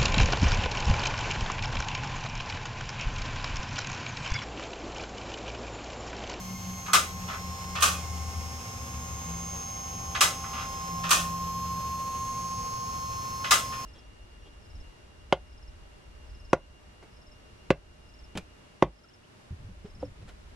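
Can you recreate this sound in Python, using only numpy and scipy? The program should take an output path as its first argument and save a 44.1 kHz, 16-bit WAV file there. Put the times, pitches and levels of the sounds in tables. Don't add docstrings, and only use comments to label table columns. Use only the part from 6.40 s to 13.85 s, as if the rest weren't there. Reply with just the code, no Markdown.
import sys
import numpy as np
from scipy import signal
from scipy.fft import rfft, irfft, next_fast_len
from scipy.io import wavfile
from scipy.ndimage import uniform_filter1d

SR = 44100
rng = np.random.default_rng(int(sys.argv[2]) if len(sys.argv) > 2 else 0)


def to_wav(s):
    ch = np.atleast_2d(s).T
    pcm = np.round(np.clip(ch, -1, 1) * 32767)
    wavfile.write(sys.argv[1], SR, pcm.astype(np.int16))


N = 328545

# [f/Hz, level/dB per Hz]
RUMBLE_COLOUR = [(15, -15), (30, -15), (46, -2.5), (70, -4), (105, 0.5), (130, -5.5), (155, -8),
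                 (200, -10.5), (280, -16), (500, -39.5)]
# [f/Hz, level/dB per Hz]
RUSH_COLOUR = [(200, -14), (300, -12), (550, -5.5), (650, -12), (1050, -6.5), (1400, -15), (1650, -17),
               (1950, -19), (2600, -12.5), (4200, -20), (6400, -18.5), (7200, -22), (10500, -32.5),
               (12500, -22), (16000, -58)]
# [t/s, rumble level/dB, rush level/dB]
BED_LEVELS = [(0, -45, -49.5), (1.5, -45.5, -48), (3, -44.5, -49), (4.5, -44.5, -48), (6, -44.5, -50),
              (7.45, -44.5, -48)]
# [f/Hz, correlation -1 to 1]
ROOM_LIKENESS = [(60, 0.99), (300, 1), (700, 0.86), (1200, -0.22), (1850, -0.87), (2800, 0.48),
                 (4200, 0.43), (6000, -0.63), (9000, -0.14), (15000, -0.28)]

# [f/Hz, level/dB]
MOTOR_TONES = [(120, -54.5), (240, -59.5), (480, -64.5), (700, -63.5), (720, -63.5), (736, -68), (840, -78)]
# [t/s, level/dB]
FAN_LEVEL = [(0, -56), (1.7, -52.5), (2.4, -58), (3.8, -50), (5, -55.5), (6, -59), (7.45, -61)]
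FAN_HZ, HUM_HZ = 786.4, 120

# [t/s, level/dB]
LOW_DRONE_LEVEL = [(0.0, -57), (0.55, -45.5), (2.0, -36), (2.3, -45.5), (2.55, -38), (3.35, -50),
                   (4.95, -52), (5.2, -42), (6.35, -61), (6.45, -45), (7.4, -52)]
# [t/s, level/dB]
HIGH_DRONE_LEVEL = [(0.0, -40.5), (1.4, -43), (2.3, -56), (2.95, -40.5), (3.3, -48.5), (4.35, -50.5),
                    (4.5, -41), (5.35, -44), (5.8, -53.1), (6.0, -50), (6.8, -57.5), (7.4, -56)]
# [depth 0-1, first crest t/s, time between crests/s, lasting/s]
UPPER_THROB = (0.87, 0.1, .24, 2.8)
SETTLE_S = 2.9

RIPPLE_HZ, TEETH, WHINE_ORDER = 118.51, 9, 54
# [t/s, level/dB]
MESH_LEVEL = [(0.0, -52.6), (0.95, -46), (1.15, -43.4), (2.1, -49), (3.95, -43), (4.2, -41.1), (4.65, -35),
              (5.6, -34), (7.4, -37.5)]
# [t/s, level/dB]
WHINE_LEVEL = [(0.0, -58.5), (0.4, -47), (0.9, -59), (1.9, -54), (2.05, -54), (2.35, -51), (3.15, -40.5),
               (4.5, -48.5), (5.3, -52), (5.6, -55), (5.8, -46), (7.4, -51.5)]
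STRONG_ORDERS = [18, 36, 43, 45]
# [mid-lift level/dB, trend/dB per s, echo share 0-1, first crest t/s, time between crests/s]
STRONG_SWELLS = [(-61, -.3, .42, 1.5, 9.5), (-62, 0, .55, .4, 5.9), (-58.5, 1.0, .5, .13, 1.02),
                 (-54.6, .3, .55, 1.7, 2.72)]
# [f/Hz, level/dB]
SIDE_TONES = [(3081, -70), (3200, -68), (4385, -70), (4980, -67), (5216, -63), (5453, -66), (5927, -66),
              (6045, -66), (6163, -59), (6281, -58), (6518, -62), (6637, -59), (6755, -69), (7111, -70),
              (7229, -68), (7348, -69), (7940, -72), (8533, -71), (10666, -67), (11732, -71), (12088, -72),
              (12562, -70), (12681, -65), (12799, -70)]
# [f/Hz, level/dB]
WEAK_OUTLINE = [(240, -64.5), (600, -78), (1180, -67), (1500, -74.5), (2600, -109), (3150, -61),
                (3450, -81.5), (4100, -78), (5700, -86), (8200, -75), (9800, -86.5), (12000, -87.5),
                (14000, -108)]

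# [f/Hz, level/dB per Hz]
CRACK_COLOUR = [(100, -35), (250, -11), (370, -11.5), (600, -2.5), (820, -2), (1100, 6), (1400, 5),
                (1900, -10.5), (2700, 2.5), (4500, -1.5), (6300, -0.5), (8300, -3), (11000, -9),
                (15800, -12)]
# [f/Hz, correlation -1 to 1]
CRACK_LIKENESS = [(300, 1), (800, 0.86), (1250, 0.35), (1900, -0.35), (2800, 0.83), (6000, 0.25),
                  (10000, -0.022), (15000, 0.1)]
# [f/Hz, width/Hz, level/dB]
FIRST_MODES = [(1030, 140, -14), (1213, 42, 8.5), (1320, 18, 8.5), (1510, 97, -2), (1722, 26, 2.5),
               (2010, 91, 2), (2474, 64, -8), (2870, 17, -4), (3274, 180, -9.5), (3880, 31, -3),
               (5070, 91, -4), (5600, 61, -14), (6210, 56, -4.5), (6980, 130, -6.5), (8450, 42, -3)]
# [f/Hz, width/Hz, level/dB]
SECOND_MODES = [(980, 17, -38), (1140, 15, 4), (1222, 48, 5.5), (1520, 63, -3), (1820, 40, 3),
                (2474, 35, 1.5), (2620, 37, -2), (2970, 36, -11), (3290, 110, -8.5), (6080, 190, -9),
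                (6410, 98, -7), (7060, 100, -24), (8540, 100, -14)]
# [f/Hz, decay/s]
GARAGE_DECAY = [(150, 1), (400, 0.59), (900, 0.16), (1500, 0.31), (3000, 0.28), (6000, 0.29), (12000, 0.31)]
RING_FACTOR = [0.97, 1.224]
# [drop t/s, pawl 0-1, level/dB, boom of low modes/dB, slip ahead of the drop/s, slip level/dB]
RUNG_DROPS = [(.5315, 0, -15.5, 2.2, 0.071, -36.5), (1.4221, 1, -17.5, 4, .0703, -27),
              (3.8069, 0, -15.5, -8, .059, -25.5), (4.7064, 1, -17, 1, .0704, -28),
              (7.1076, 0, -15.5, -6, 0.067, -27)]
# [time from the drop/s, level against the drop/dB, brightness f/Hz, boom/dB, left minus right/dB]
EXTRA_CONTACT = [(.0102, -9.5, 3700, 5.5, 5), (-.017, -15.5, 16000, 1, -6.5)]
# [t/s, pawl 0-1, level/dB, brightness f/Hz, boom/dB]
LIGHT_TICKS = [(.479, 0, -33.5, 1500, 7.5), (1.378, 1, -33, 2480, 2), (4.038, 0, -35.5, 2300, 1.5),
               (7.322, 1, -31, 2700, -6)]
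# [t/s, length/s, level/dB, brightness f/Hz]
LADDER_RUBS = [(0.868, 0.079, -29.5, 2250), (4.115, 0.11, -30.5, 2690)]
SLIP_HZ, SLIP_BOOM_DB, DROP_HZ = 3300, -7, 14500
TICK_CRACK_DB = -7
BOOM_TOP_HZ = 1600
CUTOFF_HZ = 16000


def from_db(db):
    return 10 ** (np.asarray(db) / 20)


def rms_one(x):
    return x / np.sqrt(np.mean(x ** 2) + 1e-20)


def in_time(rows):
    s, *columns = np.transpose(rows)
    return [np.interp(np.arange(N) / SR, s, column) for column in columns]


def at_hz(points, hz):
    table_hz, values = np.array(points).T
    return np.interp(np.log(np.maximum(hz, 1)), np.log(table_hz), values)


def panned(pan_db):
    return from_db([[pan_db / 2], [-pan_db / 2]])


def add(out, sound, s):
    at = round(s * SR)
    out[:, at:at + sound.shape[1]] += sound[:, :N - at]


def low_pass(x, hz):
    return signal.sosfilt(signal.butter(2, min(hz, .45 * SR), fs=SR, output="sos"), x)


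def drift(rate):
    step = 200
    r = np.exp(-2 * np.pi * rate * step / SR)
    slow = signal.lfilter([1], [1, -2 * r, r * r], rng.standard_normal(N // step + 1002))
    slow = slow[1000:]
    return np.interp(np.arange(N), step * np.arange(len(slow)), rms_one(slow))


def noise(spectrum, likeness, size):
    hz = np.arange(size // 2 + 1) * SR / size
    alike = np.clip(at_hz(likeness, hz), -.9, .995)
    colour = rms_one(from_db(at_hz(spectrum, hz)))
    mid, side = rfft(rng.standard_normal((2, size))) * colour
    side = side * np.sqrt((1 - alike) / (1 + alike))
    return irfft(mid, size) + irfft(side, size) * [[1], [-1]]


def resonance(x, hz, width):
    r = np.exp(-np.pi * width / SR)
    feedback = [1, -2 * r * np.cos(2 * np.pi * hz / SR), r * r]
    return signal.lfilter(np.array([1, 0, -1]) * (1 - r * r) / 2, feedback, x)


def standing_wave(phase, scatter, apart=0.33, rate=.45):
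    count = int(2 * rate * N / SR) + 8
    slow = signal.resample(rng.standard_normal((3, count)), 256, axis=-1)[:, :160]
    strength = rms_one(abs(1 + scatter * (slow[0] + 1j * slow[1])))
    ear_phase = apart * rms_one(slow[2]) * np.array([[1], [-1]])
    paths = strength * np.exp(1j * ear_phase)
    where = np.linspace(0, paths.shape[1] - 1, N)
    carrier = np.sqrt(2) * np.exp(1j * phase)
    return np.array([(np.interp(where, np.arange(len(p)), p) * carrier).real for p in paths])


def bed(flicker_db=1.1):
    rumble_db, rush_db = in_time(BED_LEVELS)
    size = next_fast_len(N)
    rumble = noise(RUMBLE_COLOUR, ROOM_LIKENESS, size)[:, :N] * panned(pan_db=0.5)
    rush = noise(RUSH_COLOUR, ROOM_LIKENESS, size)[:, :N]
    return from_db(rumble_db) * rumble + from_db(rush_db + flicker_db * drift(21)) * rush


def motor(scatter=0.87):
    turn = 2 * np.pi * np.arange(N) / SR
    hum = sum(from_db(db) * standing_wave(hz * turn, scatter) for hz, db in MOTOR_TONES)
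    fan = from_db(in_time(FAN_LEVEL)[0]) * standing_wave(FAN_HZ * turn, scatter=0.24)
    return hum + fan * panned(pan_db=1.5)


def throb(depth, crest_s, period_s, lasting_s):
    t = np.arange(N) / SR
    share = depth * np.sin(np.pi * np.minimum(t / lasting_s, 1))
    beat = abs(1 + share * np.exp(2j * np.pi * (t - crest_s) / period_s))
    return beat / np.sqrt(1 + share ** 2)


def drone(levels, start_hz, settled_hz, gain_db, rough):
    hz = np.interp(np.arange(N) / SR, [0, SETTLE_S], [start_hz, settled_hz])
    shake = (1 + rough * (drift(7.4) + 1j * drift(2.8))) / np.sqrt(1 + 2 * rough ** 2)
    tone = (shake * np.exp(2j * np.pi * np.cumsum(hz) / SR)).real
    return np.sqrt(2) * from_db(gain_db + in_time(levels)[0]) * tone


def frame():
    low = drone(LOW_DRONE_LEVEL, start_hz=83.4, settled_hz=76.5, gain_db=0.0, rough=0.41)
    high = drone(HIGH_DRONE_LEVEL, start_hz=186.3, settled_hz=170.6, gain_db=-0.54, rough=0.38)
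    return low * panned(pan_db=3.5) + throb(*UPPER_THROB) * high * panned(pan_db=1.5)


def two_paths(level_db, trend_db, echo, crest_s, period_s):
    t = np.arange(N) / SR
    swell = abs(1 + echo * np.exp(2j * np.pi * (t - crest_s) / period_s))
    return from_db(level_db + trend_db * (t - t.mean())) * swell


def buzz(phase, skipped, spread=0.45):
    orders = np.setdiff1d(np.arange(2, 118), skipped)
    angles = rng.uniform(0, 2 * np.pi, len(orders)) + rng.normal(0, spread, (2, len(orders)))
    lines = np.zeros((2, 2049), complex)
    lines[:, orders] = from_db(at_hz(WEAK_OUTLINE, orders * RIPPLE_HZ)) * np.exp(1j * angles)
    cycle = irfft(lines, norm="forward") / np.sqrt(2)
    angle = np.linspace(0, 2 * np.pi, cycle.shape[1], endpoint=False)
    return np.array([np.interp(phase, angle, side, period=2 * np.pi) for side in cycle])


def pump(scatter=0.89, flutter=0.00031, wander=.0001, flicker_rate=24,
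         beat_db=-14, mesh_db=0.0, whine_db=0.26, overtone_db=0.7):
    speed = RIPPLE_HZ * (1 + wander * drift(0.298) + flutter * drift(25))
    phase = 2 * np.pi * np.cumsum(speed) / SR

    def any_start(order):
        return order * phase + rng.uniform(0, 2 * np.pi)

    hum_phase = TEETH * 2 * np.pi * HUM_HZ * np.arange(N) / SR + .5 * drift(2.5)
    hum = np.sqrt(2) * np.cos(hum_phase)
    mesh = standing_wave(TEETH * phase, scatter=0, apart=0.46)
    out = from_db(mesh_db + in_time(MESH_LEVEL)[0]) * (mesh + from_db(beat_db) * hum)

    second_gain, *upper_gains = [from_db(overtone_db) * two_paths(*row) for row in STRONG_SWELLS]
    shake = drift(flicker_rate) + 1j * drift(flicker_rate)
    second = standing_wave(STRONG_ORDERS[0] * phase + np.angle(shake), scatter=0, apart=1.0)
    out += second_gain * rms_one(abs(shake)) * second
    for order, gain in zip(STRONG_ORDERS[1:], upper_gains):
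        out += gain * standing_wave(any_start(order), scatter=0.12, apart=0.58)

    whine = standing_wave(any_start(WHINE_ORDER), scatter=0, apart=0.55)
    out += from_db(whine_db + in_time(WHINE_LEVEL)[0]) * whine
    side_tones = {round(hz / RIPPLE_HZ): db for hz, db in SIDE_TONES}
    out += buzz(phase, [TEETH, WHINE_ORDER, *STRONG_ORDERS, *side_tones])
    for order, db in side_tones.items():
        out += from_db(db) * standing_wave(any_start(order), scatter, apart=0.44, rate=.7)
    return out * panned(pan_db=-1.0)


def echoing_crack(sustain, rise_s, build_cycles, grain_db, grain_s):
    t = np.arange(SR) / SR
    hz = np.arange(SR // 2 + 1)
    echoes = rfft(noise(CRACK_COLOUR, CRACK_LIKENESS, SR))
    centres = np.geomspace(125, 16000, 8)
    crack = 0
    for centre, share in zip(centres, np.eye(len(centres))):
        band = irfft(echoes * at_hz(np.c_[centres, share], hz), SR)
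        build = 1 - np.exp(-t / (rise_s + build_cycles / centre))
        decay_s = sustain * at_hz(GARAGE_DECAY, centre)
        crack = crack + band * build * np.exp(-np.log(1000) * t / decay_s)
    lumps = rms_one(uniform_filter1d(rng.standard_normal(SR), size=60))
    return crack * from_db(grain_db * lumps * np.exp(-t / grain_s))


def post_response(modes, boom_db, sustain, harder_db, modes_db=9.0, crack_db=-1.0, rise_s=0.00086,
                  build_cycles=3.5, grain_db=1.77, grain_s=0.055, direct_db=-7.0, swell_s=0.0037):
    t = np.arange(SR) / SR
    crack = echoing_crack(sustain, rise_s, build_cycles, grain_db, grain_s)
    ring = 0
    for mode_hz, width, db in modes:
        sound = rms_one(resonance(crack, mode_hz, width))
        if mode_hz < BOOM_TOP_HZ:
            angle = rng.uniform(0, 2 * np.pi) + rng.normal(0, 0.2, (2, 1))
            envelope = (1 - np.exp(-t / swell_s)) * np.exp(-np.pi * width * t / 2)
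            knock = np.sin(2 * np.pi * mode_hz * t + angle) * envelope
            sound = from_db(boom_db) * rms_one(sound + from_db(direct_db) * rms_one(knock))
        ring = ring + np.std(crack) * np.sqrt(width / CUTOFF_HZ) * from_db(db) * sound
    return from_db(crack_db + harder_db) * crack + from_db(modes_db) * ring


def blow(pawl, level_db, bright_hz, boom_db, harder_db=0):
    modes = [FIRST_MODES, SECOND_MODES][pawl]
    response = post_response(modes, boom_db, RING_FACTOR[pawl], harder_db)
    return from_db(level_db) * low_pass(response, bright_hz)


def ladder_rub(length, level_db, bright_hz, slips_per_s=220, rub_boom_db=-1.0):
    size = int(length * SR)
    slips = rng.choice([-1, 1], size) * (rng.random(size) < slips_per_s / SR)
    slips = slips * signal.windows.tukey(size, .3)
    response = post_response(FIRST_MODES, rub_boom_db, RING_FACTOR[0], harder_db=2.5)
    rub = signal.fftconvolve(response, [slips / np.linalg.norm(slips)])
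    return from_db(level_db) * low_pass(rub, bright_hz)


def pawls():
    out = np.zeros((2, N))
    for s, pawl, level_db, boom_db, ahead_s, slip_db in RUNG_DROPS:
        add(out, blow(pawl, slip_db, SLIP_HZ, SLIP_BOOM_DB), s - ahead_s)
        add(out, blow(pawl, level_db, DROP_HZ, boom_db), s)
        offset_s, relative_db, touch_hz, touch_boom_db, pan_db = EXTRA_CONTACT[pawl]
        touch = blow(pawl, level_db + relative_db, touch_hz, touch_boom_db)
        add(out, touch * panned(pan_db), s + offset_s)
    for s, pawl, level_db, bright_hz, boom_db in LIGHT_TICKS:
        add(out, blow(pawl, level_db, bright_hz, boom_db, TICK_CRACK_DB), s)
    for s, length, level_db, bright_hz in LADDER_RUBS:
        add(out, ladder_rub(length, level_db, bright_hz), s)
    return out


def scene():
    return bed() + motor() + frame() + pump() + pawls()


def record(dry):
    return signal.sosfilt(signal.ellip(10, .2, 80, CUTOFF_HZ, fs=SR, output="sos"), dry)


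dry = scene()
out = record(dry)
to_wav(out)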